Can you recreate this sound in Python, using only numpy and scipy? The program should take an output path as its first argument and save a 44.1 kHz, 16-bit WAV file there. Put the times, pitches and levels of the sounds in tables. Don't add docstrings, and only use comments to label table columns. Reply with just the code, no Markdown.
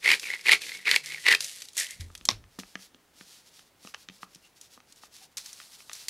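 import sys
import numpy as np
from scipy import signal
from scipy.fft import rfft, irfft
from scipy.io import wavfile

SR = 44100
rng = np.random.default_rng(int(sys.argv[2]) if len(sys.argv) > 2 else 0)


def log_audio(samples):
    frames = np.atleast_2d(samples).T
    limited = np.clip(frames, -1, 1)
    pcm = np.round(limited * 32767).astype(np.int16)
    wavfile.write(sys.argv[1], SR, pcm)


N = 268856
TIME, SHORT = np.arange(N) / SR, np.arange(8192) / SR

# frequency in Hz, width in Hz, relative level in dB.
MILL_MODES = [(411.4, 59, -8), (880, 250, -12.5), (1815, 520, 1), (2660, 634, 1), (3470, 530, -3.5),
              (4230, 660, -4)]
# start in seconds, length in seconds, crushing level in dB,
# growth over the twist in dB, falling-salt level in dB.
TWISTS = [(0.046, 0.093, -27, 4.5, -37.5), (0.463, 0.075, -27.5, 7.5, -38), (0.872, .09, -24, -5.5, -40),
          (1.263, 0.068, -22.5, 1.5, -37.5)]
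# start in seconds, length in seconds,
# scraping level in dB, dying-away time in seconds, falling-salt level in dB.
RETURNS = [(0.225, 0.11, -37, 0.045, -41), (0.611, 0.14, -43, 0.066, -41.5),
           (1.068, .105, -42, 0.036, -43.5)]
# start in seconds,
# sliding time in seconds, rattle level in dB, settling time in seconds, level of the mill's ring in dB.
SPILLS = [(0.2, 0.024, -47, 0.023, -58), (1.043, .004, -44.5, 0.016, -41.5), (1.2, 0.049, -47.5, .02, -71),
          (1.408, .01, -36, 0.094, -48.5), (1.56, 0.069, -49, .045, -60), (1.754, .02, -48, .01, -62),
          (1.783, 0.037, -31.5, 0.029, -35), (1.894, 0.029, -46.5, 0.031, -49.5),
          (2.004, 0.007, -49.5, 0.027, -51.5)]
# time in seconds, level in dB.
CLACKS = [(2.2883, -12.5), (2.3038, -28.5), (2.3118, -30)]
RETURN_RISE_S, SPILL_RISE_S = 0.0045, 0.0061


def gain_of(db):
    return 10 ** (np.asarray(db) / 20)


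def evened(x):
    return x / np.sqrt(np.mean(x ** 2) + 1e-20)


def blow(x, db):
    blow_s = .004
    return gain_of(db) * x * np.sqrt(blow_s * SR / np.sum(x ** 2))


def read(points, hz):
    f, value = np.transpose(points)
    return np.interp(np.log(hz + 1), np.log(f + 1), value)


def level(rows):
    s, db = np.transpose(rows)
    inside = (TIME >= s[0]) * (TIME <= s[-1])
    return gain_of(np.interp(TIME, s, db)) * inside


def add(mix, s, sound):
    part = mix[max(round(s * SR), 0):][:len(sound)]
    part += sound[:len(part)]


def click(points):
    hz = abs(np.fft.fftfreq(len(SHORT), 1 / SR))
    log_gain = np.log(gain_of(read(points, hz)))
    spectrum = np.exp(np.conj(signal.hilbert(log_gain)))
    return np.fft.ifft(spectrum).real[:len(SHORT) // 2]


def ringing(modes, stretch=1):
    total = 0
    for k, (hz, width, db) in enumerate(modes):
        decay = np.exp(-np.pi * width * SHORT)
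        total = total + (-1) ** k * gain_of(db) * width * decay * np.sin(2 * np.pi * hz * stretch * SHORT)
    return total


def resonate(x, hz, width):
    turn = np.exp(2j * np.pi * np.cumsum(hz) / SR)
    r = np.exp(-np.pi * width / SR)
    return 2 * (turn * signal.lfilter([1 - r], [1, -r], x / turn)).real


def shatter(response, decay_s, spray):
    push = rng.standard_normal(len(SHORT)) * np.exp(-SHORT / decay_s)
    push *= spray / np.linalg.norm(push)
    push[0] += 1
    return signal.fftconvolve(push, response)[:len(SHORT)]


def grains(response, per_s, spread_db):
    size = gain_of(spread_db * np.minimum(rng.exponential(1, N), 4))
    train = size * rng.choice([-1, 1], N) * (rng.random(N) < per_s / SR)
    return evened(signal.oaconvolve(train, response)[:N])


def drift(per_s):
    lowpass = np.exp(-(np.fft.rfftfreq(N, 1 / SR) / per_s) ** 2)
    return evened(irfft(rfft(rng.standard_normal(N)) * lowpass, N))


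def stereo(mid, side, width_db):
    return mid + np.outer([1, -1], gain_of(width_db) * side)


def stroke(s, length, rise_s, fall_s, growth_db=0):
    t = TIME - s
    outside = np.minimum(t, 0) / rise_s - np.maximum(t - length, 0) / fall_s
    return np.exp(outside) * gain_of(growth_db * np.clip(t / (length + 1e-9), 0, 1))


def together(gains):
    return np.sqrt(sum(gain ** 2 for gain in gains))


def air():
    # frequency in Hz, relative level in dB.
    air_colour = [(15, -30.5), (25, -9), (134, -5), (293, -5.5), (354, -6), (531, -7.5), (641, -8.5),
                  (988, -9.5), (1070, -10.5), (1700, -11.5), (13200, -22.5), (14400, -26), (16000, -19.5)]
    # frequency in Hz, level relative to the shared part in dB.
    air_width = [(30, -17.5), (250, -19), (1000, -17), (4000, -14.5), (14000, -13)]
    air_db = -64.5
    hz = np.fft.rfftfreq(N, 1 / SR)
    mid, side = rfft(rng.standard_normal((2, N))) * gain_of(read(air_colour, hz))
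    side = side * gain_of(read(air_width, hz))
    return gain_of(air_db) * evened(irfft(np.array([mid + side, mid - side]), N))


def hum():
    # start in seconds, length in seconds, frequency in Hz (before the waver), level in dB
    hums = [(0.77, 0.058, 185, -70), (1.02, .17, 152, -64), (1.37, .09, 143, -68.5)]
    waver = np.exp(.025 * drift(per_s=14))
    out = np.zeros(N)
    for s, length, hz, db in hums:
        tone = evened(np.sin(2 * np.pi * np.cumsum(hz * waver) / SR))
        out += gain_of(db) * stroke(s, length, rise_s=.015, fall_s=.02) * tone
    return out


def surroundings(x):
    # frequency in Hz, time to fall 60 dB in seconds.
    room_t60 = [(150, 0.32), (600, 0.25), (2000, 0.14), (6000, 0.23), (14000, 0.13)]
    t = np.arange(SR // 2) / SR
    sparse = rng.random((2, len(t))) < 3000 / SR
    taps = rng.standard_normal((2, len(t))) * sparse * (t > .003)
    hz, at, z = signal.stft(taps, SR, nperseg=256)
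    decay = gain_of(-60 * at / read(room_t60, hz)[:, None])
    mid, side = signal.istft(z * decay, SR, nperseg=256)[1]
    response = stereo(mid, side, width_db=-28.5) / np.linalg.norm(mid)
    return signal.fftconvolve(x[None], response, axes=1)[:, :N]


def setting_down():
    # time in seconds, level before the soft onset in dB,
    # frequency in Hz, time to fall 60 dB in seconds.
    bumps = [(1.998, -33, 85.5, 0.38), (2.318, -40, 106, 0.31), (2.586, -47.5, 84.6, 0.094)]
    # frequency in Hz, width in Hz, relative level in dB.
    base_modes = [(220, 44, -4), (706, 180, -14), (1097, 105, -5.5), (2033, 285, -9), (2395, 340, -10),
                  (3650, 220, -2), (4470, 260, -0.5), (5525, 560, -1.5), (6870, 290, -20.5)]
    # frequency in Hz, relative level in dB,
    # time to fall 60 dB in seconds.
    jar_partials = [(2600, -9, 0.087), (3300, 7, 0.092), (3870, -22, 0.086), (3770, -3.5, 0.26),
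                    (4130, -3.5, 0.082), (5090, 4, 0.048), (5640, 2.5, .13), (5850, 4.5, .07),
                    (6180, -9, 0.18)]
    out, t = np.zeros(N), np.arange(SR) / SR
    for s, db, hz, t60 in bumps:
        onset = 1 - np.exp(-t / 0.0022)
        add(out, s, gain_of(db - 60 * t / t60) * onset * np.sin(2 * np.pi * hz * t))
    jar = sum(gain_of(db - 60 * SHORT / t60) * np.sin(2 * np.pi * hz * SHORT) for hz, db, t60 in jar_partials)
    jumping = click([(100, -7.5), (500, -4), (1300, -5.5), (2000, -5), (3600, -2), (6000, -8),
                     (8000, -16), (12000, -18.5), (16000, -46)])
    base = ringing(base_modes)
    rebound = np.interp(SHORT - .00064, SHORT, base, left=0)
    base = base - 0.47 * rebound
    for s, db in CLACKS:
        add(out, s, blow(shatter(base, decay_s=0.00088, spray=.2), db))
        add(out, s, blow(jar, db - 19.0))
        add(out, s, blow(shatter(jumping, decay_s=0.023, spray=12), db - 13.0))
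    low = click([(15, -22.5), (45, 3.5), (110, -6.0), (300, -17.5), (1000, -34.5), (8000, -65.5)])
    leaning = level([(1.93, -74), (2.02, -48), (2.2, -63.5), (2.37, -53.5), (2.52, -67.5), (2.7, -75)])
    return out + grains(low, per_s=750, spread_db=-1.5) * leaning


def handling():
    # time in seconds, level in dB, centre frequency in Hz.
    ticks = [(0.1967, -32, 5300), (0.411, -42.5, 5400), (0.619, -33.5, 4060), (1.06, -33.5, 4760),
             (1.4064, -25, 4900), (1.444, -30, 5900), (1.62, -34.5, 4700), (1.653, -45, 4870),
             (1.686, -41, 4530), (1.733, -49, 5900), (1.7688, -29, 5900), (1.778, -23.5, 7600),
             (1.79, -27, 6760), (1.799, -23.5, 6930), (1.8666, -38, 3180), (1.9078, -36, 7600),
             (2.008, -38.5, 3940), (2.152, -37, 3400), (2.177, -46, 6100), (2.253, -27, 5970),
             (4.348, -45.5, 5840), (4.613, -42.5, 6220), (4.924, -48, 5400), (4.96, -56, 6500),
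             (5.371, -32.5, 5160), (5.3803, -32.5, 5730), (5.46, -39.5, 5230), (5.53, -39.5, 6370),
             (5.932, -34, 6500), (5.952, -42.5, 4600), (6.084, -26, 4870), (6.0925, -27, 4820)]
    # time in seconds, click level in dB, favoured frequency in Hz,
    # thud level in dB.
    taps = [(2.102, -53, 1326, -54.5), (2.211, -48.5, 2920, -51.5), (2.44, -54, 2186, -71),
            (2.588, -40.5, 420, -33.5), (2.599, -40.5, 3940, -43.5), (2.634, -44.5, 1570, -55.5),
            (2.7547, -32, 1880, -39), (2.792, -57, 1500, -53), (2.946, -52, 3200, -52.5),
            (3.21, -45.5, 1870, -47.5), (3.593, -51, 3040, -72), (3.849, -49.5, 980, -44.5),
            (3.873, -42.5, 2350, -54), (3.94, -44, 2200, -79), (3.945, -33.5, 2380, -77),
            (4.087, -39, 3030, -51), (4.0976, -46.5, 2670, -46), (4.231, -35.5, 1300, -46.5),
            (4.358, -51.5, 5000, -51.5), (4.776, -50.5, 1164, -55), (4.803, -52.5, 2340, -72),
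            (5.035, -45.5, 1340, -57), (5.601, -43, 2170, -65), (5.615, -51, 3000, -70),
            (5.804, -50, 2027, -69), (5.896, -38.5, 2400, -75.5), (5.915, -45, 2220, -71)]
    # frequency in Hz, width in Hz,
    # level in dB (before the tap's weighting).
    cap_modes = [(449, 34, 4.5), (724, 230, 1), (1225, 180, 3.5), (1831, 300, -1), (2516, 330, 1),
                 (3370, 1200, -1.5), (4300, 1600, -3.5), (6150, 480, 1)]
    # start in seconds, length in seconds,
    # frequency midway in Hz, level in dB (before the fade in and out).
    squeaks = [(4.413, 0.083, 2760, -62.5), (5.194, 0.087, 784, -60.5)]
    squeak_rise = 0.067
    tap_low_hz = 132
    out = np.zeros(N)
    for s, db, hz in ticks:
        colour = [(100, -28), (hz / 6, -23), (hz / 1.5, -6), (hz, 0), (hz * 1.7, -8), (12000, -14), (16000, -32)]
        add(out, s, blow(shatter(click(colour), decay_s=0.0035, spray=2.9), db))
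    for (s, db, hz, thud_db), grip in zip(taps, rng.standard_normal(len(taps))):
        cap = ringing([(f, width, mode_db - 9 * abs(np.log2(f / hz))) for f, width, mode_db in cap_modes])
        add(out, s, blow(shatter(cap, decay_s=0.0016, spray=0.94), db))
        add(out, s, blow(shatter(cap, decay_s=0.015, spray=13), db - 21))
        thud = ringing([(199, 52, -3.5), (400, 310, -18)], stretch=np.exp(0.1 * grip))
        add(out, s, blow(thud, thud_db))
    for s, length, hz, db in squeaks:
        count = int(length * SR)
        glide = hz * (1 + squeak_rise * np.linspace(-.5, .5, count))
        slip = resonate(rng.standard_normal(count), glide, width=hz / 25)
        add(out, s, gain_of(db) * np.hanning(count) * evened(slip))
    highpass = signal.butter(2, tap_low_hz, "highpass", fs=SR, output="sos")
    return signal.sosfilt(highpass, out)


def powder():
    # middle in seconds, length in seconds, level in dB.
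    shakes = [(2.548, .07, -65), (2.682, 0.15, -59.5), (2.827, 0.069, -51.5), (3.2, 0.076, -56),
              (3.324, 0.15, -53.5), (3.475, 0.039, -56), (3.572, 0.1, -56), (3.671, 0.033, -64),
              (3.869, 0.088, -53), (4.01, 0.059, -56), (4.155, 0.067, -58), (4.23, 0.032, -52.5),
              (4.336, 0.092, -62.5), (4.452, 0.072, -62.5), (4.575, 0.029, -59), (4.64, 0.055, -55.5),
              (4.736, 0.054, -55.5), (4.908, 0.057, -61.5), (4.983, 0.036, -57.5), (5.043, 0.047, -53.5),
              (5.162, .06, -51), (5.231, 0.048, -52), (5.324, 0.018, -66), (5.478, 0.076, -48),
              (5.604, 0.14, -52), (5.74, 0.044, -50.5), (5.807, 0.046, -54), (5.988, 0.12, -47)]
    # time in seconds, level in dB,
    # settling time in seconds.
    jolts = [(2.59, -39.5, 0.015), (3.942, -51, 0.01), (5.373, -37, 0.0258)]
    # frequency in Hz, relative level in dB per Hz.
    powder_colour = [(100, -25), (600, -18.5), (1100, -12), (3000, -3.5), (4100, -0.5), (5400, 0),
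                     (8000, -6), (11500, -8), (14000, -16.5), (16000, -16.5)]
    # frequency in Hz, relative level in dB per Hz.
    foil_colour = [(100, -25.5), (1000, -7), (2500, -13), (4200, 2), (6000, -4), (9000, -2), (12000, -7),
                   (14000, -13), (16000, -17)]
    # start in seconds, length in seconds, level in dB.
    sprinkle = (5.38, 0.76, -59.5)
    edge = 0.62
    slides = [gain_of(db) * np.exp(-edge * (2 * abs(TIME - s) / length) ** 2.24) for s, length, db in shakes]
    bursts = [gain_of(db) * stroke(s, 0, .0012, settle_s) for s, db, settle_s in jolts]
    in_jar = together(slides + bursts) * grains(click(powder_colour), per_s=10000, spread_db=4.0)
    s, length, db = sprinkle
    raining = gain_of(db) * stroke(s, length, rise_s=0.0035, fall_s=.05)
    return in_jar + raining * grains(click(foil_colour), per_s=6300, spread_db=3.5)


def salt():
    # frequency in Hz, relative level in dB per Hz.
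    salt_colour = [(60, -18), (500, -4), (900, -21), (1500, -13), (2300, -5), (3500, 3.5), (5500, 1),
                   (7500, -2.5), (11000, -5.5), (13500, -12.5), (16000, -29.5)]
    # frequency in Hz, relative level in dB per Hz.
    rattle_colour = [(60, -29), (300, -23), (550, -12), (900, -22), (1500, -14), (2300, -5.5), (3500, 1),
                     (5500, 0), (8000, -1.5), (11000, -4.5), (13500, -13.5), (16000, -31)]
    fall_growth_db, fall_rise_s, fall_tail_s = 6, 0.013, 0.019
    sift_fade_db, sift_tail_s, creep_db = -4, 0.06, -66.5
    ground = [gain_of(db) * stroke(s, length, fall_rise_s, fall_tail_s, fall_growth_db)
              for s, length, _, _, db in TWISTS]
    sifted = [gain_of(db) * stroke(s, length, RETURN_RISE_S, sift_tail_s, sift_fade_db)
              for s, length, _, _, db in RETURNS]
    spilled = [gain_of(db) * stroke(s, length, SPILL_RISE_S, settle_s) for s, length, db, settle_s, _ in SPILLS]
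    creep = gain_of(creep_db) * (TIME < CLACKS[0][0])
    clumps = evened(gain_of(1.5 * drift(per_s=79)))
    falling = together(ground + sifted) * clumps * grains(click(salt_colour), per_s=3000, spread_db=2.0)
    return falling + together(spilled + [creep]) * grains(click(rattle_colour), per_s=2000, spread_db=2.5)


def cracking():
    # time in seconds, ring of the mill in dB (before fixed offsets),
    # ring frequency in Hz, snap level in dB.
    cracks = [(0.0462, -26, 2150, -41), (0.0592, -14, 2056, -27), (0.0663, -21.5, 2200, -43),
              (0.0769, -13.5, 2110, -24), (0.0896, -12, 2220, -23), (0.103, -19.5, 2460, -25),
              (0.116, -15, 2000, -15.5), (0.1218, -17, 2044, -32), (0.1327, -14.5, 2350, -27),
              (0.302, -22.5, 2024, -40.5), (0.337, -23.5, 2110, -34.5), (0.4673, -20.5, 2440, -32),
              (0.4842, -15.5, 2080, -24.5), (0.4929, -8.5, 1960, -21), (0.5128, -18.5, 2500, -20.5),
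              (0.518, -8.5, 2155, -16), (0.526, -14.5, 2317, -15.5), (0.5327, -8.5, 2277, -16.5),
              (0.555, -29, 2100, -34.5), (0.693, -35.5, 1990, -35), (0.718, -33.5, 2090, -40.5),
              (0.8541, -32, 2500, -38.5), (0.88, -18, 2200, -36), (0.891, -20, 1900, -28),
              (0.9134, -18.5, 2080, -14.5), (0.9424, -18, 1890, -29), (0.9616, -13, 2245, -16.5),
              (1.121, -35, 2200, -34.5), (1.145, -28, 2210, -39), (1.2652, -13, 1986, -22),
              (1.285, -15.5, 2390, -17), (1.3126, -25, 1900, -23), (1.315, -11.5, 1950, -24),
              (1.3256, -20.5, 1940, -18), (1.337, -14, 1790, -34), (1.349, -15.5, 2545, -18)]
    # frequency in Hz, relative level in dB per Hz.
    snap_colour = [(60, -33.5), (400, -19.5), (650, -23), (950, -3.5), (1300, -4.5), (2800, 10.5),
                   (3500, 7), (4500, 6), (6000, -5.5), (10000, -7), (13000, -15), (16000, -34.5)]
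    out = np.zeros(N)
    swell = SHORT ** 2 * np.exp(-SHORT / .0009)
    for s, ring_db, hz, snap_db in cracks:
        add(out, s, blow(swell * np.sin(2 * np.pi * hz * SHORT), ring_db - 2.5))
        add(out, s, blow(shatter(ringing(MILL_MODES[:2]), decay_s=0.0028, spray=1.1), ring_db - 25))
        add(out, s, blow(shatter(click(snap_colour), decay_s=0.0024, spray=1.4), snap_db))
    return out


def in_mill(crumbs, ring_db, width):
    # time in seconds, frequency in Hz (before the tremble).
    mouth = [(0.05, 2100), (0.12, 2100), (0.15, 2400), (0.23, 2480), (0.29, 2070), (0.34, 2170),
             (0.42, 2200), (0.49, 2100), (0.55, 2300), (0.63, 2430), (0.7, 2000), (0.77, 2150),
             (0.88, 2080), (1.05, 2050), (1.13, 2180), (1.19, 1960), (1.33, 1930), (1.8, 2037)]
    tremble = np.exp(.04 * drift(per_s=30))
    mouth_hz = np.interp(TIME, *np.transpose(mouth)) * tremble
    return evened(crumbs + gain_of(ring_db) * evened(resonate(crumbs, mouth_hz, width)))


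def grinding():
    crush = together(gain_of(db) * stroke(s, length, 0.0084, 0.012, growth_db)
                     for s, length, db, growth_db, _ in TWISTS)
    scrape = together(gain_of(db) * stroke(s, length, RETURN_RISE_S, fall_s)
                      for s, length, db, fall_s, _ in RETURNS)
    tumble = together(gain_of(db) * stroke(s, length, SPILL_RISE_S, settle_s)
                      for s, length, _, settle_s, db in SPILLS)
    catching = evened(gain_of(2 * drift(per_s=63)))
    body = ringing(MILL_MODES)
    crumbs = in_mill(grains(body, per_s=1300, spread_db=2.26), ring_db=-3.5, width=200)
    slips = in_mill(grains(body, per_s=380, spread_db=2.0), ring_db=2.5, width=120)
    loose = in_mill(grains(ringing(MILL_MODES[2:]), per_s=1300, spread_db=2.5), ring_db=6, width=310)
    return crush * catching * crumbs + scrape * slips + tumble * loose


def scene():
    near = grinding() + cracking() + salt() + powder() + handling()
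    far = setting_down()
    reflected = surroundings(gain_of(-15) * near + gain_of(-26) * far)
    return near + far + reflected + hum() + air()


def record(dry):
    # frequency in Hz, level in dB.
    port_difference = [(60, -27), (250, -23.5), (600, -27), (1400, -33.5), (2400, -40), (4000, -36),
                       (12000, -22.5)]
    edge_hz = 15750
    gain = gain_of(read(port_difference, np.fft.rfftfreq(N, 1 / SR)))
    apart = irfft(1j * rfft(dry.mean(0)) * gain, N)
    ports = dry + np.array([apart, -apart])
    lowpass = signal.firwin(255, edge_hz, window=("kaiser", 8), fs=SR)
    return signal.oaconvolve(ports, lowpass[None], "same")


dry = scene()
out = record(dry)
log_audio(out)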